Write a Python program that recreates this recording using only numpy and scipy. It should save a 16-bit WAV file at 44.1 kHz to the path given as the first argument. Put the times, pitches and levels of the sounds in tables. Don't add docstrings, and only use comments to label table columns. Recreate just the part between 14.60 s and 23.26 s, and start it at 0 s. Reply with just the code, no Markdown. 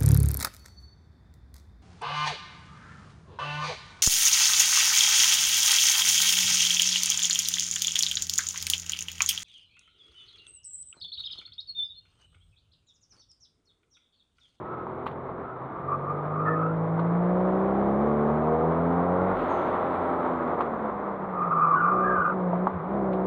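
import sys
import numpy as np
from scipy import signal
from scipy.fft import rfft, irfft, next_fast_len
from scipy.io import wavfile

SR = 44100
rng = np.random.default_rng(int(sys.argv[2]) if len(sys.argv) > 2 else 0)


def wrap_up_sound(samples):
    columns = np.atleast_2d(samples).T
    tamed = np.clip(columns, -1, 1)
    steps = np.round(tamed * 32767).astype(np.int16)
    wavfile.write(sys.argv[1], SR, steps)


N = 381906

# (time [s], peak level [dB], frequency [Hz], half length [s])
SHUNTS = [(4.773, -44, 44.2, 0.11), (7.597, -38, 82.6, 0.018), (8.16, -34.5, 88, 0.019)]


def from_db(db):
    return 10 ** (np.asarray(db) / 20)


def rms_one(x):
    return x / np.sqrt(np.mean(x ** 2) + 1e-20)


def in_time(rows):
    time_s, *columns = np.transpose(rows)
    return [np.interp(np.arange(N) / SR, time_s, column) for column in columns]


def at_hz(points, hz):
    point_hz, point_db = np.array(points).T
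    return np.interp(np.log(hz), np.log(point_hz), point_db)


def drift(rate_hz):
    step = 40
    pole = np.exp(-2 * np.pi * rate_hz * step / SR)
    white = rng.standard_normal(N // step + 2002)
    slow = signal.lfilter([1], [1, -2 * pole, pole * pole], white)[2000:]
    return np.interp(np.arange(N) / step, np.arange(len(slow)), rms_one(slow))


def angle(hz):
    return 2 * np.pi * np.cumsum(hz) / SR


def noise(spectrum):
    size = next_fast_len(N)
    hz = np.maximum(np.fft.rfftfreq(size, 1 / SR), 1)
    past_ends = np.maximum(1, np.maximum(hz / spectrum[-1][0], spectrum[0][0] / hz))
    gain = from_db(at_hz(spectrum, hz)) / past_ends ** 4
    return rms_one(irfft(rfft(rng.standard_normal(size)) * gain, size)[:N])


def burst(start_s, peak_db, attack_s, fall_db_per_s):
    age_s = np.arange(N) / SR - start_s
    fall_db = fall_db_per_s * np.maximum(age_s - attack_s, 0)
    return np.clip(age_s / attack_s, 0, 1) * from_db(peak_db - fall_db)


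def throttle(open_s=0.11, shut_s=0.04, dip_hz=23.03, dip_lag_s=0.044, dip_half_s=0.035):
    # (time [s], rate [Hz])
    speed = [(0.0, 119.5), (0.6, 132), (0.9, 127.8), (1.1, 131), (1.95, 160.5), (2.35, 164.3), (3.0, 191.3),
             (3.38, 208.5), (3.47, 222), (3.6, 219.8), (3.78, 229.4), (4.0, 240), (4.32, 258), (4.5, 266.5),
             (4.72, 282.5), (4.85, 269), (5.2, 267.4), (5.5, 262), (5.75, 253.5), (6.0, 238), (6.4, 204),
             (6.7, 189), (7.0, 163), (7.2, 164), (7.32, 186.5), (7.76, 187), (7.93, 175.5), (8.1, 190),
             (8.24, 178), (8.35, 204), (8.52, 186.6), (8.66, 190)]
    # (start [s], end [s], depth [0-1], boom of the firing tone [dB])
    presses = [(-0.2, 0.84, 1, -4), (1.15, 4.715, 1, 1.5), (7.24, 7.55, 0.81, -4), (7.67, 8.06, 0.54, 3),
               (8.25, 8.7, 0.84, 1)]
    t = np.arange(N) / SR
    firing_hz, = in_time(speed)
    load, boom_db, dip = 0, 0, 0
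    for start_s, end_s, depth, press_boom_db in presses:
        opening = (t - start_s) / open_s
        closing = 1 - (t - end_s) / shut_s
        down = np.clip(np.minimum(opening, closing), 0, 1)
        load = load + min(depth, 1) * down
        boom_db = boom_db + press_boom_db * down
    for shunt_s, *_ in SHUNTS:
        dip = dip + np.exp(-((t - shunt_s - dip_lag_s) / dip_half_s) ** 2)
    return firing_hz - dip_hz * dip, load, boom_db


def loudness(firing_hz, load, full_boost_hz=203):
    octaves = np.log2(firing_hz / full_boost_hz)
    loaded_db = -28.5 + 24 * np.minimum(octaves, 0)
    coasting_db = -41 + 17 * octaves
    return load * loaded_db + (1 - load) * coasting_db


def engine(crank_hz, load, engine_db, half_order_db=-11.5, rough=0.25, half_rough=0.81, rough_rate_hz=6.2):
    # (frequency [Hz], level [dB])
    cabin = [(52.0, -27), (68.0, -14.5), (85.0, -12.5), (105.0, -9.5), (125.0, -21), (165.0, -3.5),
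             (200.0, -7), (250.0, -8.5), (290.0, -8), (330.0, -1.5), (380.0, -3), (420.0, -4.5),
             (485.0, -1), (515.0, -2.5), (555.0, -6.5), (600.0, -2), (660.0, -4.5), (725.0, -3),
             (850.0, -13), (1400.0, -13)]
    # (order, level on throttle [dB], level coasting [dB])
    whole_orders = [(1.0, 2, -1), (2.0, 5.5, -3), (4.0, -6, -1.5), (5.0, -1, -6.5), (7.0, -7.5, 2),
                    (8.0, -3, -4.5), (10.0, -4.5, -5.5), (11.0, -3, -11), (12.0, -2, -3),
                    (13.0, -16.5, -5.5), (14.0, -13.5, -11), (15.0, -3.5, 6)]
    crank = angle(crank_hz)
    shut = np.clip(1 - 2 * load, 0, 1)
    wholes = [(order, on_db + shut * (off_db - on_db), rough) for order, on_db, off_db in whole_orders]
    halves = [(k + .5, half_order_db, half_rough) for k in range(1, 17)]
    tones = 0
    for order, level_db, unsteady in wholes + halves:
        phase = order * crank + rng.uniform(0, 2 * np.pi)
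        waver = unsteady * drift(rough_rate_hz) * np.sin(phase + 2 * drift(2))
        gain = from_db(level_db + at_hz(cabin, order * crank_hz))
        tones = tones + gain * (np.sin(phase) + waver)
    return np.sqrt(2) * from_db(engine_db - 1.78) * tones


def exhaust(firing_hz, load, engine_db, boom_db, coasting_rough=0.42):
    # (frequency [Hz], width [Hz], level [dB])
    resonances = [(174.4, 24, 7.5), (214, 32, -1.5), (255.3, 15, -5.5), (325, 14, -0.5), (374.4, 30, 5),
                  (441, 12, 0), (476.2, 13, 5.5), (534, 23, 1), (706.7, 15, 0), (782, 28, -6.5)]
    # (multiple, level on throttle [dB], level coasting [dB], roughness [0-1])
    firings = [(1.0, -0.5, 1, 0.06), (2.0, -4.5, -8.5, 0.2), (3.0, -4, -1.5, .35)]
    firing, out = angle(firing_hz), 0
    for multiple, on_db, off_db, rough in firings:
        k = round(multiple)
        pipe = np.abs(sum(from_db(db) / (1 + 2j * (k * firing_hz - hz) / width_hz)
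                          for hz, width_hz, db in resonances))
        unsteady = (rough + coasting_rough * (1 - load)) * drift(14)
        tone = np.sin(k * firing) + unsteady * np.sin(k * firing + 2 * drift(1.6))
        level_db = engine_db + off_db + load * (on_db - off_db)
        if k == 1:
            level_db = level_db + boom_db
        out = out + from_db(level_db) * pipe * tone
    return np.sqrt(2) * out


def bypass_valve(puff_s=4.74, whistle_s=4.88, start_hz=6540, sag_hz_per_s=2100, scatter=.03):
    # (frequency [Hz], relative level [dB])
    puff_colour = [(1000, -4), (1800, 12), (2800, 5.5), (4000, -2.5), (5200, -22), (16000, -30.5)]
    whistle_hz = start_hz - sag_hz_per_s * np.clip(np.arange(N) / SR - whistle_s, 0, 1)
    whistle = np.sin(angle(whistle_hz * (1 + scatter * drift(250))))
    puff_swell = burst(puff_s, peak_db=-50.5, attack_s=.05, fall_db_per_s=33.5)
    whistle_swell = burst(whistle_s, peak_db=-63.5, attack_s=0.033, fall_db_per_s=85)
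    return puff_swell * noise(puff_colour) + whistle_swell * whistle


def alternator(firing_hz, octave_db=-3.0):
    # (time [s], level [dB])
    whine = [(0, -115), (0.9, -108), (1.3, -87.5), (2.4, -99), (3.3, -84.5), (4.6, -86.5), (5.6, -80),
             (7.2, -99)]
    whine_db, = in_time(whine)
    phase = angle(29.8 * firing_hz)
    return from_db(whine_db) * (np.sin(phase) + from_db(octave_db) * np.sin(2 * phase))


def shunts():
    t = np.arange(N) / SR
    out = 0
    for shunt_s, peak_db, hz, half_s in SHUNTS:
        swell = from_db(peak_db) * np.exp(-((t - shunt_s) / half_s) ** 2)
        out = out + swell * np.sin(2 * np.pi * hz * (t - shunt_s))
    return out


def squeal(slides, level_db, wander, wander_rate_hz, flutter_db, scatter, scatter_hz, octave_db, arch=0.576):
    t, power, pull = np.arange(N) / SR, 1e-20, 0
    for start_s, length_s, first_hz, last_hz, slide_db in slides:
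        along = np.clip((t - start_s) / length_s, 0, 1)
        share = (from_db(slide_db) * (4 * along * (1 - along)) ** arch) ** 2
        power = power + share
        pull = pull + share * (first_hz + (last_hz - first_hz) * along)
    lowpass = signal.butter(3, scatter_hz, fs=SR, output="sos")
    in_phase, quadrature = rms_one(signal.sosfilt(lowpass, rng.standard_normal((2, N))))
    grip = from_db(flutter_db * drift(34)) * (1 + scatter * (in_phase + 1j * quadrature))
    grip = grip / np.sqrt(1 + np.abs(grip / 2) ** 2)
    grip = grip / np.sqrt(np.mean(np.abs(grip) ** 2))
    pitch_hz = pull / power * (1 + wander * drift(wander_rate_hz))
    swing = grip * np.exp(1j * angle(pitch_hz))
    return np.sqrt(2 * power) * from_db(level_db) * np.real(swing + from_db(octave_db) * swing ** 2)


def knocks(spread_octaves=0.41, contact_s=0.00096):
    # (time [s], peak level [dB], contact pitch [Hz], rattle level [dB], rattle t60 [s])
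    hits = [(0.268, -22.5, 950, -72, 0.037), (0.46, -28, 900, -49, .06), (0.465, -18, 1130, -43, 0.11),
            (0.512, -60, 3600, -54, .08), (2.393, -16, 1050, -48.5, 0.078), (2.85, -19, 1100, -58, 0.067),
            (4.914, -15, 700, -62, .04), (6.007, -10.5, 960, -40, 0.068), (6.981, -21.5, 750, -73, 0.031),
            (7.930, -16.5, 635, -67, .04), (8.077, -20, 1000, -65, 0.033), (8.070, -9, 970, -48.5, 0.034),
            (8.53, -49, 3550, -49, 0.11)]
    # (frequency [Hz], relative level [dB], t60 [s])
    modes = [(425, -15.5, 0.028), (665, -2.5, 0.042), (940, 18, 0.016), (1110, 15.5, 0.022),
             (1360, -23, 0.02), (2450, -17.5, 0.027), (3550, -42.5, .04)]
    # (frequency [Hz], relative level [dB])
    rattle_colour = [(1500, 9), (3900, 0.5), (5500, -27.5), (9000, -30.5), (15000, -28.5)]
    out, t = np.zeros(N), np.arange(SR // 8) / SR
    rattle = noise(rattle_colour)
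    contact = 1 - np.exp(-(t / contact_s) ** 2)
    for hit_s, peak_db, pitch_hz, rattle_db, rattle_t60_s in hits:
        ring = 0
        for hz, mode_db, t60_s in modes:
            nearness = np.exp(-(np.log2(hz / pitch_hz) / spread_octaves) ** 2)
            ring = ring + from_db(mode_db - 60 * t / t60_s) * nearness * np.sin(2 * np.pi * hz * t)
        ring = contact * ring
        at = np.minimum(round(hit_s * SR) + np.arange(len(t)), N - 1)
        tail = contact * from_db(rattle_db - 60 * t / rattle_t60_s) * rattle[at]
        out[at] += from_db(peak_db) * ring / np.abs(ring).max() + tail
    return out


def road(crank_hz, engine_db, throb=0.4, full_load_db=-21.5, bumps_db=0.85):
    # (time [s], relative roar level [dB], relative hiss level [dB])
    levels = [(0.0, -44, -70.5), (0.79, -44.5, -74.5), (2.2, -40.5, -71), (2.8, -38, -67),
              (4.58, -36.5, -66), (5.02, -33, -59), (5.95, -35.5, -65.5), (6.5, -39.5, -71),
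              (8.66, -41, -70.5)]
    # (frequency [Hz], relative level [dB])
    rumble_colour = [(20, -22.5), (40, -10.5), (65, -10.5), (110, -6.5), (165, 2.5), (230, -7.5),
                     (400, -21.5)]
    roar_colour = [(130, -21.5), (240, 0), (400, 2.5), (600, 1.5), (850, 2), (1150, 2.5), (1400, -5.5),
                   (1700, -14), (2200, -20.5), (2800, -41)]
    hiss_colour = [(1200, 0.5), (2000, 12), (2700, 2.5), (3600, 2.5), (4300, -8.5), (5100, -26),
                   (8500, -36.5), (13000, -26.5), (16000, -28.5)]
    roar_db, hiss_db = in_time(levels)
    crank = angle(crank_hz)
    loading = np.minimum(from_db(engine_db - full_load_db), 1)
    pulsing = 1 + throb * loading * (np.sin(3 * crank) + np.sin(crank))
    surface = from_db(bumps_db * drift(18))
    rumble = from_db(-46.5 + 0.18 * (roar_db - np.mean(roar_db))) * noise(rumble_colour)
    roar = from_db(roar_db + 6.0) * noise(roar_colour)
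    hiss = from_db(hiss_db + 6.0) * noise(hiss_colour)
    return rumble + surface * pulsing * (roar + hiss)


def ticks(per_s=4.0, level_db=-71, decay_s=0.0038):
    touches = (rng.random(N) < per_s / SR) * rng.uniform(.3, 1, N)
    dying = signal.lfilter([1], [1, -np.exp(-1 / (decay_s * SR))], touches + 1e-18)
    return from_db(level_db) * dying * noise([(3000, -5.5), (8000, -7.0), (15000, 2.5)])


def scene():
    # (start [s], length [s], first pitch [Hz], last pitch [Hz], relative peak level [dB])
    front_slides = [(0.04, .22, 1314, 1285, -43.5), (0.83, .16, 1308, 1310, -43.5),
                    (1.1, 0.73, 1186, 1233, -39.5), (1.27, 0.099, 1164, 1178, -29.5),
                    (1.44, 0.08, 1193, 1167, -31), (1.71, .39, 1217, 1253, -32),
                    (1.865, 0.053, 1235, 1240, -26.5), (1.97, .17, 1246, 1374, -35),
                    (6.72, 0.42, 1215, 1209, -29.5), (6.89, 0.27, 1188, 1206, -22.5),
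                    (7.1, 0.082, 1110, 1130, -21), (7.15, .31, 1197, 1204, -25),
                    (7.4, 0.343, 1201, 1212, -25.5)]
    inner_slides = [(1.85, .11, 1760, 1780, -33.5), (6.8, 0.83, 1407, 1428, -40),
                    (7.14, 0.18, 1460, 1396, -24.5), (7.42, 0.17, 1683, 1566, -30),
                    (7.55, .19, 1458, 1407, -27)]
    firing_hz, load, boom_db = throttle()
    crank_hz = firing_hz / 3
    engine_db = loudness(firing_hz, load)
    motor = engine(crank_hz, load, engine_db) + exhaust(firing_hz, load, engine_db, boom_db)
    motor = motor + bypass_valve() + alternator(firing_hz) + shunts()
    front = squeal(front_slides, level_db=1.5, wander=0.00906, wander_rate_hz=43, flutter_db=3.5,
                   scatter=0.74, scatter_hz=113, octave_db=-38)
    inner = squeal(inner_slides, level_db=-1.0, wander=0.014, wander_rate_hz=45, flutter_db=5.5,
                   scatter=0.52, scatter_hz=105, octave_db=-42.5, arch=0.94)
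    return (motor + front + inner + knocks() + road(crank_hz, engine_db) + ticks())[None]


def record(dry, cutoff_hz=15800):
    return signal.sosfilt(signal.ellip(10, .1, 80, cutoff_hz, fs=SR, output="sos"), dry)


dry = scene()
out = record(dry)
wrap_up_sound(out)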